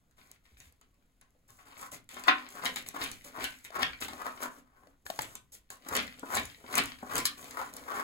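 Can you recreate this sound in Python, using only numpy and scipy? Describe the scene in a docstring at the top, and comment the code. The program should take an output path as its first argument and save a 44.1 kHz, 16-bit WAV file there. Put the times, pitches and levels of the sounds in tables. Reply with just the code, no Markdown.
"""A parrot scratches backwards with its foot, again and again, on seed-strewn newspaper in a cage. Clumped
random grains make the dragged claws, creasing paper, flung seeds and shaken tray of each stroke. One kick bangs
the tray, a later one snaps the sheet; noise bursts and decaying tones make these, the footfalls, the clicking
seeds and the beak that taps the floor in a pause. Noise resonating at one low pitch makes each boom. A small,
quiet room; a close stereo microphone with two ports hears it all over a faint rumble and hiss."""
import sys
import numpy as np
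from scipy import signal
from scipy.fft import rfft, irfft
from scipy.io import wavfile

SR = 44100
rng = np.random.default_rng(int(sys.argv[2]) if len(sys.argv) > 2 else 0)


def output_pcm(signal):
    """Save a mono or channel-first signal as 16-bit PCM at the path in sys.argv[1].

    Samples are clipped to [-1, 1] before scaling.
    """
    pcm = np.clip(np.atleast_2d(signal).T, -1, 1) * 32767
    wavfile.write(sys.argv[1], SR, np.round(pcm).astype(np.int16))


N = 354123
T = np.arange(N) / SR
SLOW_T = T[::64]  # coarse clock for the movements
FILTER_TAPS = 8192
FILTER_HZ = np.fft.rfftfreq(FILTER_TAPS, 1 / SR)


def amp(db):
    """Decibels to gain."""
    return 10 ** (np.asarray(db) / 20)


def evened(x):
    """Scales to rms 1."""
    return x / np.sqrt(np.mean(x ** 2) + 1e-20)


def read(points, hz):
    """Reads a curve on a log-frequency axis."""
    f, value = np.transpose(points)
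    return np.interp(np.log(hz + 1), np.log(f + 1), value)


def add(mix, s, sound):
    """Mixes a sound in at time s."""
    part = mix[round(s * SR):][:len(sound)]
    part += sound[:len(part)]


# Resonances of the tray and cage. Each row: pitch in Hz, width in Hz, height in dB before its share.
CAGE_RESONANCES = [(251, 16, 12.5), (281.5, 23, 11), (409, 6.7, 6), (749, 37, 5.5), (1020, 11, 7.5),
                   (1125, 56, 4.5), (1188, 20, -2.5), (1510, 13, 7), (1760, 23, -4), (1726, 16, 6.5),
                   (2280, 8.8, -1.5), (2260, 25, -5.5), (2890, 4.7, 4), (3010, 16, 9), (3520, 77, 4),
                   (3754, 170, 6)]


def colour(x, tone, ring=0):
    """Causal filter of unit energy: a broad spectrum, plus a share of the cage's resonances in dB."""
    resonances = sum(g / (1 + (2 * (FILTER_HZ - f) / w) ** 2) for f, w, g in CAGE_RESONANCES)
    db = read(tone, FILTER_HZ) + ring * resonances
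    log_gain = np.log(amp(np.r_[db, db[-2:0:-1]]))
    # the minimum phase that belongs to this gain
    response = np.fft.ifft(np.exp(np.conj(signal.hilbert(log_gain)))).real
    return signal.oaconvolve(x, response / np.linalg.norm(response))[:len(x)]


def resonate(x, hz, width_hz):
    """A resonance of gain 1 that follows the curve hz."""
    turn = np.exp(2j * np.pi * np.cumsum(hz) / SR)
    r = np.exp(-np.pi * width_hz / SR)
    return 2 * (turn * signal.lfilter([1 - r], [1, -r], x / turn)).real


def wander(rate_hz):
    """Smooth chance of rms 1 with changes up to about the given rate."""
    hz = np.fft.rfftfreq(N, 1 / SR)
    return evened(irfft(rfft(rng.standard_normal(N)) / (1 + (hz / rate_hz) ** 4), N))


def grains(per_s, spread_db, clump_db, clump_hz):
    """Tiny slips and impacts of uneven size that arrive in clumps."""
    size = amp(spread_db * np.minimum(rng.exponential(1, N), 4))
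    clicks = size * rng.choice([-1, 1], N) * (rng.random(N) < per_s / SR)
    return evened(clicks * amp(clump_db * wander(clump_hz)))


def burst(t60, rise):
    """Up to a quarter second of noisy contact that rises quickly and dies away."""
    t = T[:SR // 4]
    return rng.standard_normal(len(t)) * amp(-60 * t / t60) * (1 - np.exp(-t / rise))


def swell(s, rise_s, fall_s, hold_s=0):
    """Grows exponentially, holds for hold_s up to time s, then dies away."""
    before = np.maximum(s - hold_s - SLOW_T, 0)
    after = np.maximum(SLOW_T - s, 0)
    return np.exp(-before / rise_s - after / fall_s)


def rustle(s, length, rise_s=0.0025, sag_db_per_s=19.5, fall_s=0.021):
    """Starts quickly, sags while the weight shifts, then settles."""
    age = np.maximum(SLOW_T - s, 0)
    settling = np.exp(-np.maximum(age - length, 0) / fall_s)
    return (1 - np.exp(-age / rise_s)) * amp(-sag_db_per_s * age) * settling


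def together(moves, rest_db):
    """Movements add in power over a faint steady stir: a gain at every sample."""
    power = amp(rest_db) ** 2 + np.sum(np.square(moves), axis=0)
    return np.interp(T, SLOW_T, np.sqrt(power))


# Background of the small room. Each row: frequency in Hz, relative level in dB per Hz.
BACKGROUND_TONE = [(20, 0), (60, -2), (120, -8), (280, -14.5), (550, -29), (1400, -31.5), (4000, -33),
                   (10000, -59), (16000, -38)]


def room_noise():
    """A faint low rumble and hiss from filtered noise, mostly shared by the ports."""
    left, right, shared = (colour(rng.standard_normal(N), BACKGROUND_TONE) for _ in range(3))
    return amp(-71) * evened(shared + 0.36 * np.array([left, right]))


# The clearest single seeds and creases clicking close to the microphone.
# Each row: start in seconds, relative level in dB, dull body against treble in dB.
CLEAR_TICKS = [(0.111, -62, -5.5), (0.602, -39, -11), (0.724, -53.5, -16.5), (0.8126, -51, -15),
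               (1.2125, -49, -21), (1.9176, -41, -16), (2.0906, -38, -7.5), (2.2378, -33, -2.5),
               (2.4885, -41, -16), (2.6553, -22.5, -2.5), (2.7603, -27.5, -4.5), (3.015, -37, 9.5),
               (3.0394, -28.5, -6), (3.1149, -32, -12.5), (3.4413, -25.5, 0.5), (3.6489, -37, -4),
               (4.083, -36.5, -1.5), (5.2194, -26, -15.5), (5.2299, -33.5, -13.5), (5.3534, -30, -24),
               (5.7032, -33, -31), (5.952, -24, -3), (5.9659, -18, -12.5), (6.1945, -38.5, -30.5),
               (6.352, -17.5, -28), (6.371, -25, 1.5), (6.454, -31, -21.5), (6.7536, -18, -9),
               (6.78, -16, -6.5), (6.837, -30, -25), (6.8572, -31, -15), (7.1549, -17, -9),
               (7.1656, -25.5, -7.5), (7.1806, -20.5, -15.5), (7.1881, -21.5, -15), (7.5094, -37.5, -3),
               (7.766, -32.5, -13)]


def ticks():
    """A hard seed clicks with its own brief pitch, over a duller knock on the paper."""
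    out, t = np.zeros(N), T[:SR // 4]
    for s, db, body_db in CLEAR_TICKS + strays():
        contact = burst(t60=.009, rise=.0005)
        shell = np.sin(2 * np.pi * rng.uniform(6500, 11000) * t) * amp(-60 * t / 0.012)
        click = colour(contact + 0.27 * shell, SEED_TONE)
        body = colour(burst(t60=0.0099, rise=0.00023), PAPER_TONE, ring=0.44)
        tick = click / abs(click).max() + amp(body_db) * body / abs(body).max()
        add(out, s, amp(db + 3.5) * tick)
    return out


def strays(count=70, crowding=.5, above_db=11.5, spread_db=5, body_db=-7):
    """Rows like CLEAR_TICKS for seeds that land at random, more and louder while the heap is stirred."""
    stir = skittering()
    chance = np.cumsum(stir ** crowding)
    when, size = rng.random((count, 2)).T
    at = np.searchsorted(chance, when * chance[-1])
    level_db = 20 * np.log10(stir[at]) + above_db + spread_db * (2 * size - 1)
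    return [(s, db, body_db) for s, db in zip(T[at], level_db)]


# Backward strokes of the foot; the four layers below share them. Each row: release in seconds,
# wind-up in seconds before each layer's factor, relative levels of claws, paper, seeds and tray in dB,
# seconds by which the seeds fly early (negative: late).
FOOT_STROKES = [(2.283, .01, -31.5, -41.5, -46.5, -59, -0.0012),
                (2.655, 0.018, -33.5, -35, -41, -42, -0.0035),
                (3.034, 0.033, -41, -29.5, -41, -43.5, -0.0011),
                (3.436, 0.044, -41.5, -31.5, -42.5, -48, -0.0075),
                (3.825, .028, -36.5, -24, -46, -41.5, -0.0017),
                (5.989, 0.051, -40.5, -27.5, -41, -39, 0.034), (6.375, 0.055, -34, -30, -39, -42.5, 0.013),
                (6.786, 0.056, -36.5, -24.5, -39.5, -38.5, 0.012),
                (7.195, 0.067, -37, -34.5, -39, -42.5, 0.01)]
# The bird shifts its weight and the sheet rustles; the four layers share this too. 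Each row: start in
# seconds, length in seconds, relative levels of claws, paper, seeds and tray in dB.
WEIGHT_SHIFTS = [(0.17, 0.18, -73.5, -65, -70, -74.5), (0.437, .11, -83.5, -70.5, -75.5, -88),
                 (0.57, .11, -81, -66.5, -65.5, -83.5), (1.477, 0.15, -70.5, -90, -65.5, -74),
                 (1.651, 0.16, -60.5, -60.5, -66, -65), (1.774, 0.094, -65, -62, -54, -69.5),
                 (1.913, 0.036, -62, -51, -48.5, -57.5), (2.098, 0.16, -58, -53.5, -57.5, -60.5),
                 (2.363, .11, -54, -50.5, -69, -67), (2.498, 0.14, -60.5, -54.5, -57, -64),
                 (2.756, 0.027, -69, -41, -46.5, -49.5), (2.86, 0.027, -61, -48.5, -50.5, -58.5),
                 (2.939, 0.022, -54, -48, -55, -54), (3.241, 0.042, -58.5, -55, -53.5, -58),
                 (3.642, 0.0098, -59, -62, -51, -58), (4.002, 0.046, -52.5, -47, -45, -48),
                 (4.086, 0.33, -50.5, -53, -58, -57), (4.41, 0.043, -48, -58, -47.5, -50),
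                 (4.503, .09, -63.5, -71, -63.5, -64), (4.779, 0.13, -81.5, -84, -78, -64.5),
                 (5.053, 0.29, -59, -60.5, -54.5, -64), (5.203, .02, -69, -49.5, -50.5, -50),
                 (5.519, 0.034, -74.5, -67, -52, -83.5), (5.7, 0.031, -56, -66, -54.5, -61.5),
                 (5.859, 0.032, -51, -56, -61, -69), (7.372, .33, -54.5, -55.5, -54, -53),
                 (7.725, 0.16, -55.5, -58.5, -58.5, -55.5), (7.938, 0.075, -48, -55.5, -55.5, -57)]
# Slow pulls of the claws over the sheet.
# Each row: the hardest moment in seconds, length in seconds, relative level in dB.
CLAW_PULLS = [(1.83, 0.1, -48.5), (2.582, 0.079, -41), (2.969, 0.065, -42.5), (3.365, 0.057, -41),
              (3.764, 0.079, -38.5), (4.211, 0.041, -38.5), (4.265, 0.054, -36), (4.435, 0.075, -37.5),
              (4.784, 0.34, -66), (5.926, 0.082, -37.5), (7.12, 0.048, -38.5), (7.603, 0.11, -35),
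              (7.909, 0.091, -37.5), (7.976, 0.12, -35.5)]


def dragging(grip=0.83, let_go_s=0.0099):
    """The claws bite during the wind-up, grip for a share of it and let go at the release."""
    strokes = [amp(db) * swell(s, 0.56 * windup, let_go_s, grip * windup)
               for s, windup, db, *_ in FOOT_STROKES]
    pulls = [amp(db) * np.exp(-(2 * (SLOW_T - s) / length) ** 2 * 2) for s, length, db in CLAW_PULLS]
    shifts = [amp(db) * rustle(s, length) for s, length, db, *_ in WEIGHT_SHIFTS]
    return together(strokes + pulls + shifts, rest_db=-88)


# Claws on newspaper. Each row: frequency in Hz, relative level in dB per Hz.
CLAW_TONE = [(60, -33.5), (300, -14.5), (550, -8), (800, -7.5), (1100, 1), (1500, -3), (2100, -13),
             (2800, -23), (6000, -24.5), (16000, -25.5)]


def claws():
    """Claws stick and slip on the paper; the patch of sheet they pull on rings at a shifting pitch."""
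    slips = grains(per_s=1200, spread_db=2.5, clump_db=3.03, clump_hz=80)
    patch = resonate(slips, 1180 * np.exp(0.41 * wander(rate_hz=3.9)), width_hz=260)
    return colour((slips + 0.14 * patch) * dragging(), CLAW_TONE, ring=0.56)


def flexing(spring_s=0.011, settle_db=-15, settle_s=0.077):
    """The sheet springs back at the release, then slowly settles."""
    springs = [amp(db) * swell(s, 0.35 * windup, spring_s) for s, windup, _, db, *_ in FOOT_STROKES]
    settling = [amp(db + settle_db) * swell(s, 1.1 * windup, settle_s)
                for s, windup, _, db, *_ in FOOT_STROKES]
    shifts = [amp(db) * rustle(s, length) for s, length, _, db, *_ in WEIGHT_SHIFTS]
    return together(springs + settling + shifts, rest_db=-87)


# Creasing newspaper. Each row: frequency in Hz, relative level in dB per Hz.
PAPER_TONE = [(100, -23.5), (800, -11.5), (1600, -2), (2200, -2.5), (2900, -5.5), (4000, -6), (4800, -8.5),
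              (5600, -12.5), (9000, -46.5), (16000, -34.5)]


def paper():
    """The sheet buckles in many small creases and a few sharp ones; its stiff fold rings as it bends."""
    fine = grains(per_s=5100, spread_db=0.0, clump_db=8.0, clump_hz=120)
    sharp = grains(per_s=220, spread_db=6.5, clump_db=0, clump_hz=40)
    creases = evened(fine + .5 * sharp) * flexing()
    fold = resonate(creases, 2220 * np.exp(.05 * wander(rate_hz=10)), width_hz=200)
    return amp(-0.5) * colour(0.82 * creases + 0.65 * fold, PAPER_TONE, ring=0.31)


def skittering(spray_s=0.018, roll_db=-11, roll_s=.11):
    """Each stroke throws a spray of seeds, some of which roll on."""
    sprays = [amp(db) * swell(s - early, .5 * windup, spray_s)
              for s, windup, _, _, db, _, early in FOOT_STROKES]
    rolling = [amp(db + roll_db) * swell(s - early, 1.1 * windup, roll_s)
               for s, windup, _, _, db, _, early in FOOT_STROKES]
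    shifts = [amp(db) * rustle(s, length) for s, length, _, _, db, _ in WEIGHT_SHIFTS]
    return together(sprays + rolling + shifts, rest_db=-84.5)


# Seeds and husks on the sheet. Each row: frequency in Hz, relative level in dB per Hz.
SEED_TONE = [(200, -5), (2000, -15), (4500, -5.5), (5600, -2), (7000, 3), (7600, 2), (9800, 1),
             (12000, -0.5), (14000, -2.5), (15700, -4)]


def seeds():
    """Husks slide over the sheet with a fine hiss, while a few seeds hop."""
    sliding = grains(per_s=8700, spread_db=0.5, clump_db=-0.7, clump_hz=150)
    hops = grains(per_s=550, spread_db=5.5, clump_db=9, clump_hz=60)
    return colour(evened(sliding + 0.72 * hops) * skittering(), SEED_TONE)


def shaking(lead_s=0.013, calm_s=0.043):
    """The push on the tray is greatest just before the release."""
    strokes = [amp(db) * swell(s - lead_s, 0.97 * windup, calm_s)
               for s, windup, _, _, _, db, _ in FOOT_STROKES]
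    shifts = [amp(db) * rustle(s, length) for s, length, *_, db in WEIGHT_SHIFTS]
    return together(strokes + shifts, rest_db=-83)


# The tray beneath the sheet. Each row: frequency in Hz, relative level in dB per Hz.
TRAY_TONE = [(25, -36), (60, -2.5), (110, -8), (160, -8.5), (260, -3.5), (340, -6.5), (450, -3),
             (700, -5.5), (1500, -32.5), (6000, -65)]


def tray():
    """The floor of the cage rumbles under each push."""
    pushes = grains(per_s=900, spread_db=0.5, clump_db=5.0, clump_hz=39.8)
    return amp(-1.0) * colour(pushes * shaking(), TRAY_TONE, ring=0.71)


# Short scuffs of a toe or the beak on the sheet.
# Each row: start in seconds, relative level in dB, time to fall 60 dB in seconds.
SHEET_SCUFFS = [(.180, -57, 0.085), (.450, -72, 0.14), (.600, -67.5, 0.28), (0.813, -63, 0.1),
                (1.212, -57, 0.072), (1.488, -59.5, 0.14), (1.587, -55.5, 0.24), (1.918, -45, 0.04),
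                (2.165, -40, 0.16), (3.013, -57, 0.058), (4.253, -43.5, 0.029), (4.425, -31, 0.041),
                (5.351, -42.5, 0.027), (5.703, -56, .07), (5.722, -52.5, 0.03), (7.096, -45, 0.3)]


def scuffs():
    """A scuff starts at once and crumbles away as filtered noise."""
    out = np.zeros(N)
    for s, db, t60 in SHEET_SCUFFS:
        add(out, s, amp(db) * burst(t60, rise=.001))
    tone = [(100, -14), (300, -7), (700, -3.0), (1100, 4.5),
            (2200, -3.5), (3500, -10.5), (6000, -16.5), (16000, -31)]  # Hz, dB per Hz
    return colour(out, tone, ring=0.91)


# The cage sways with a deep, soft boom.
# Each row: middle in seconds, relative level in dB, pitch in Hz, length in seconds.
CAGE_BOOMS = [(0.616, -64, 73.4, 0.41), (1.546, -68, 103.4, 0.21), (3.89, -59.5, 55, 0.35),
              (6.436, -52, 88.8, .25), (7.178, -57.5, 109, 0.4)]


def booms():
    """Each sway is noise resonating around one low pitch that swells and fades."""
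    out = np.zeros(N)
    low_pass = signal.butter(2, 140, fs=SR, output="sos")
    for s, db, hz, length in CAGE_BOOMS:
        shape = np.hanning(int(length * SR))
        sway = resonate(rng.standard_normal(SR), np.full(SR, hz), width_hz=19)[-len(shape):]
        add(out, s - length / 2, amp(db) * shape * evened(signal.sosfilt(low_pass, sway)))
    return out


# The tray rings when struck hard.
# Each row: pitch in Hz, relative level in dB, time to fall 60 dB in seconds.
TRAY_RINGING = [(301, -20.5, 0.43), (758, -5, 0.2), (1077, 7, 0.12), (1044, -11, 0.27), (1710, -5, 0.11),
                (1785, -12.5, 0.31), (2220, -12.5, .25), (2496, -7, .2)]
# The bang against the tray. Each row: frequency in Hz, relative level in dB per Hz.
KICK_TONE = [(60, -40.5), (130, -33.5), (260, -14.5), (400, -10), (700, -4), (1050, 4.5), (1500, 3.5),
             (2100, 1), (2800, -1.5), (4200, -7.5), (5500, -15), (7500, -31.5), (16000, -41)]
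# The snap of the sheet. Each row: frequency in Hz, relative level in dB per Hz.
SHEET_SNAP_TONE = [(60, -14), (280, -17.5), (750, -41), (1050, 2), (2800, -5), (4200, 5.5), (5500, -1.5),
                   (7000, -1.5), (10000, 1.5), (15500, -9)]


def kicks():
    """One kick cracks against the tray, which rattles and rings; a later one snaps the sheet."""
    out, t = np.zeros(N), T[:SR // 2]
    rattle = burst(t60=0.08, rise=0.00077) + burst(t60=0.018, rise=0.00067)
    ringing = sum(amp(db - 60 * t / t60) * np.sin(2 * np.pi * (hz * t + rng.random()))
                  for hz, db, t60 in TRAY_RINGING)
    snap = burst(t60=0.078, rise=0.0003)
    add(out, 2.2812, amp(-13.0) * colour(rattle, KICK_TONE, ring=0.77))
    add(out, 2.2815, amp(-26.0) * ringing * (1 - np.exp(-t / 0.00069)))
    add(out, 7.2532, amp(-19.0) * colour(snap, SHEET_SNAP_TONE, ring=0.32))
    return out


def recoil(hz=255, over_db=1, rise_s=0.0099, fall_s=0.03):
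    """Around each release the tray swings briefly at a low, slightly wavering pitch."""
    swings = [amp(db + over_db) * swell(s, rise_s, fall_s) for s, _, _, _, _, db, _ in FOOT_STROKES]
    pitch = hz * (1 + .08 * wander(rate_hz=14.22))
    return together(swings, rest_db=-100) * np.sin(2 * np.pi * np.cumsum(pitch) / SR)


# The foot lands on the padded tray. Each row: start in seconds, relative level in dB, tray pitch in Hz.
FOOTFALLS = [(2.548, -54, 255.4), (2.942, -43.5, 275.8), (3.383, -37.5, 284), (5.102, -54, 174.4),
             (5.194, -41.5, 120.6), (5.862, -48.5, 258.3), (6.23, -36.5, 265), (6.641, -47.5, 254),
             (7.028, -37.5, 246.6)]
# Contact of the foot. Each row: frequency in Hz, relative level in dB per Hz.
FOOT_TONE = [(40, -56), (120, -48), (260, -18), (550, -1), (1000, -4.5), (1500, -6), (2200, -37),
             (4000, -43), (16000, -66)]


def steps():
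    """A soft foot thumps the tray: a damped low tone under a burst of contact noise."""
    out, t = np.zeros(N), T[:SR // 4]
    for s, db, hz in FOOTFALLS:
        thump = np.sin(2 * np.pi * hz * t) * amp(-60 * t / 0.039) * (1 - np.exp(-t / 0.0023))
        contact = colour(burst(t60=0.053, rise=0.00051), FOOT_TONE, ring=0.89)
        add(out, s, amp(db) * (2.23 * thump + 1.24 * contact))
    return out


# Beak taps on the floor. Each row: start in seconds, relative level in dB, pitch in Hz.
BEAK_TAPS = [(3.704, -41, 664), (4.0855, -32.5, 880), (4.1326, -33.5, 740), (4.87, -50.5, 600),
             (5.064, -31.5, 1730), (5.1005, -23.5, 654), (5.1898, -19.5, 885), (5.703, -37, 1624)]
# The crack of the beak. Each row: frequency in Hz, relative level in dB per Hz.
BEAK_TONE = [(100, -12), (600, -2), (1800, 3), (2600, -4.5), (3800, -3), (6000, -8.5), (16000, -14)]


def beak():
    """The beak taps through the paper: a heavily damped knock with a dry crack."""
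    out, t = np.zeros(N), T[:SR // 4]
    for s, db, hz in BEAK_TAPS:
        knock = np.sin(2 * np.pi * hz * t) * amp(-60 * t / .024) * (1 - np.exp(-t / .001))
        crack = colour(burst(t60=.02, rise=.001), BEAK_TONE)
        add(out, s, amp(db) * (1.26 * knock + 0.85 * crack))
    return out


# Direct sound at the microphone's ports. Each row: frequency in Hz, radians by which the left leads.
LEFT_LEAD = [(0, 0), (690, 0.7), (1810, 4.1), (2580, 9.0), (4570, 11.6), (6460, 6.5), (7320, 5.8),
             (9560, 2.5), (10600, 0.5), (12000, -0.3), (13100, -3.1), (14300, -3.3), (15200, -6.4),
             (16500, -6.2)]
# Direct sound at the ports. Each row: frequency in Hz, left minus right in dB.
LEFT_OVER_RIGHT = [(250, -0.5), (600, 5), (1200, 9), (2500, 7.5), (4500, 10), (7000, -0.5), (15000, .5)]


def at_ports(x, lag_ms=0):
    """Direct sound reaches the ports with different delay and strength; a source to one side adds lag."""
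    phase = np.interp(FILTER_HZ, *np.transpose(LEFT_LEAD)) + 2 * np.pi * FILTER_HZ * lag_ms / 10 ** 3
    half = amp(read(LEFT_OVER_RIGHT, FILTER_HZ) / 2) * np.exp(.5j * phase)
    pair = np.array([half, 1 / half])
    pair /= np.sqrt(np.mean(abs(pair) ** 2, axis=0))
    response = np.fft.fftshift(irfft(pair), axes=1)
    return signal.oaconvolve(x[None], response, axes=1)[:, FILTER_TAPS // 2:][:, :N]


# Reverberation of the small room. Each row: frequency in Hz, time to fall 60 dB in seconds.
REVERB_T60 = [(150, 0.57), (400, 0.23), (1000, 0.25), (2800, 0.22), (7000, 0.17), (16000, 0.34)]
# Strength of the reverberation. Each row: frequency in Hz, relative level in dB.
REVERB_LEVEL = [(150, 4), (500, 1), (1200, 1), (3000, 3.5), (7000, -8.5), (15000, -22.5)]
# Likeness of the reverberation at the two ports. Each row: frequency in Hz, likeness from 0 to 1.
REVERB_LIKENESS = [(100, 0.1), (350, 1), (700, 0), (1300, 0.03), (16000, 0)]


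def room(x, first_s=0.0017):
    """Dense reflections from the cage and walls; bass lasts longest, the ports agree most near 350 Hz."""
    taps = rng.standard_normal((2, SR)) * (rng.random((2, SR)) < .15) * (T[:SR] > first_s)
    hz, t, z = signal.stft(taps / np.linalg.norm(taps[0]), SR, nperseg=256)
    same = np.clip(read(REVERB_LIKENESS, hz), 0, 1)[:, None]
    t60 = read(REVERB_T60, hz)[:, None]
    z[1] = same * z[0] + np.sqrt(1 - same ** 2) * z[1]
    decay = amp(read(REVERB_LEVEL, hz)[:, None] - 60 * t / t60)
    z *= decay * np.sqrt(2 * np.log(1000) / t60)  # a longer decay carries no more energy
    response = signal.istft(z, SR, nperseg=256)[1]
    return signal.oaconvolve(x[None], response, axes=1)[:, :N]


def moving_room(x, count=4):
    """The point of contact keeps moving, so the pattern of reflections keeps changing."""
    turn = 2 * np.pi * 3.1 * T  # 3.1 turns per second
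    patterns = (room(x * np.cos(turn + np.pi * k / count)) for k in range(count))
    return sum(patterns) * np.sqrt(2 / count)


def scene():
    """Mixes direct sound and reflections: clicks excite the room most, thumps less, taps least."""
    scratch = claws() + paper() + seeds() + tray() + scuffs()
    flung = seeds()  # a second spray, slightly to one side
    clicks, taps, blows, thumps = ticks(), beak(), kicks(), steps()
    near = at_ports(scratch + clicks + taps + blows + thumps + booms() + recoil())
    aside = at_ports(flung, lag_ms=.003)
    to_room = amp(-2.0) * (scratch + flung + blows) + amp(4.5) * clicks
    to_room += amp(-11.0) * taps + amp(-5) * thumps
    reflected = moving_room(to_room) * amp([[.2], [-.2]])  # dB left, right
    return near + aside + reflected + room_noise()


def record(dry, edge_hz=15900):
    """The recorder's band limit: a low-pass filter."""
    low_pass = signal.firwin(255, edge_hz, window=("kaiser", 9), fs=SR)
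    return signal.oaconvolve(dry, low_pass[None], "same")


dry = scene()
out = record(dry)
output_pcm(out)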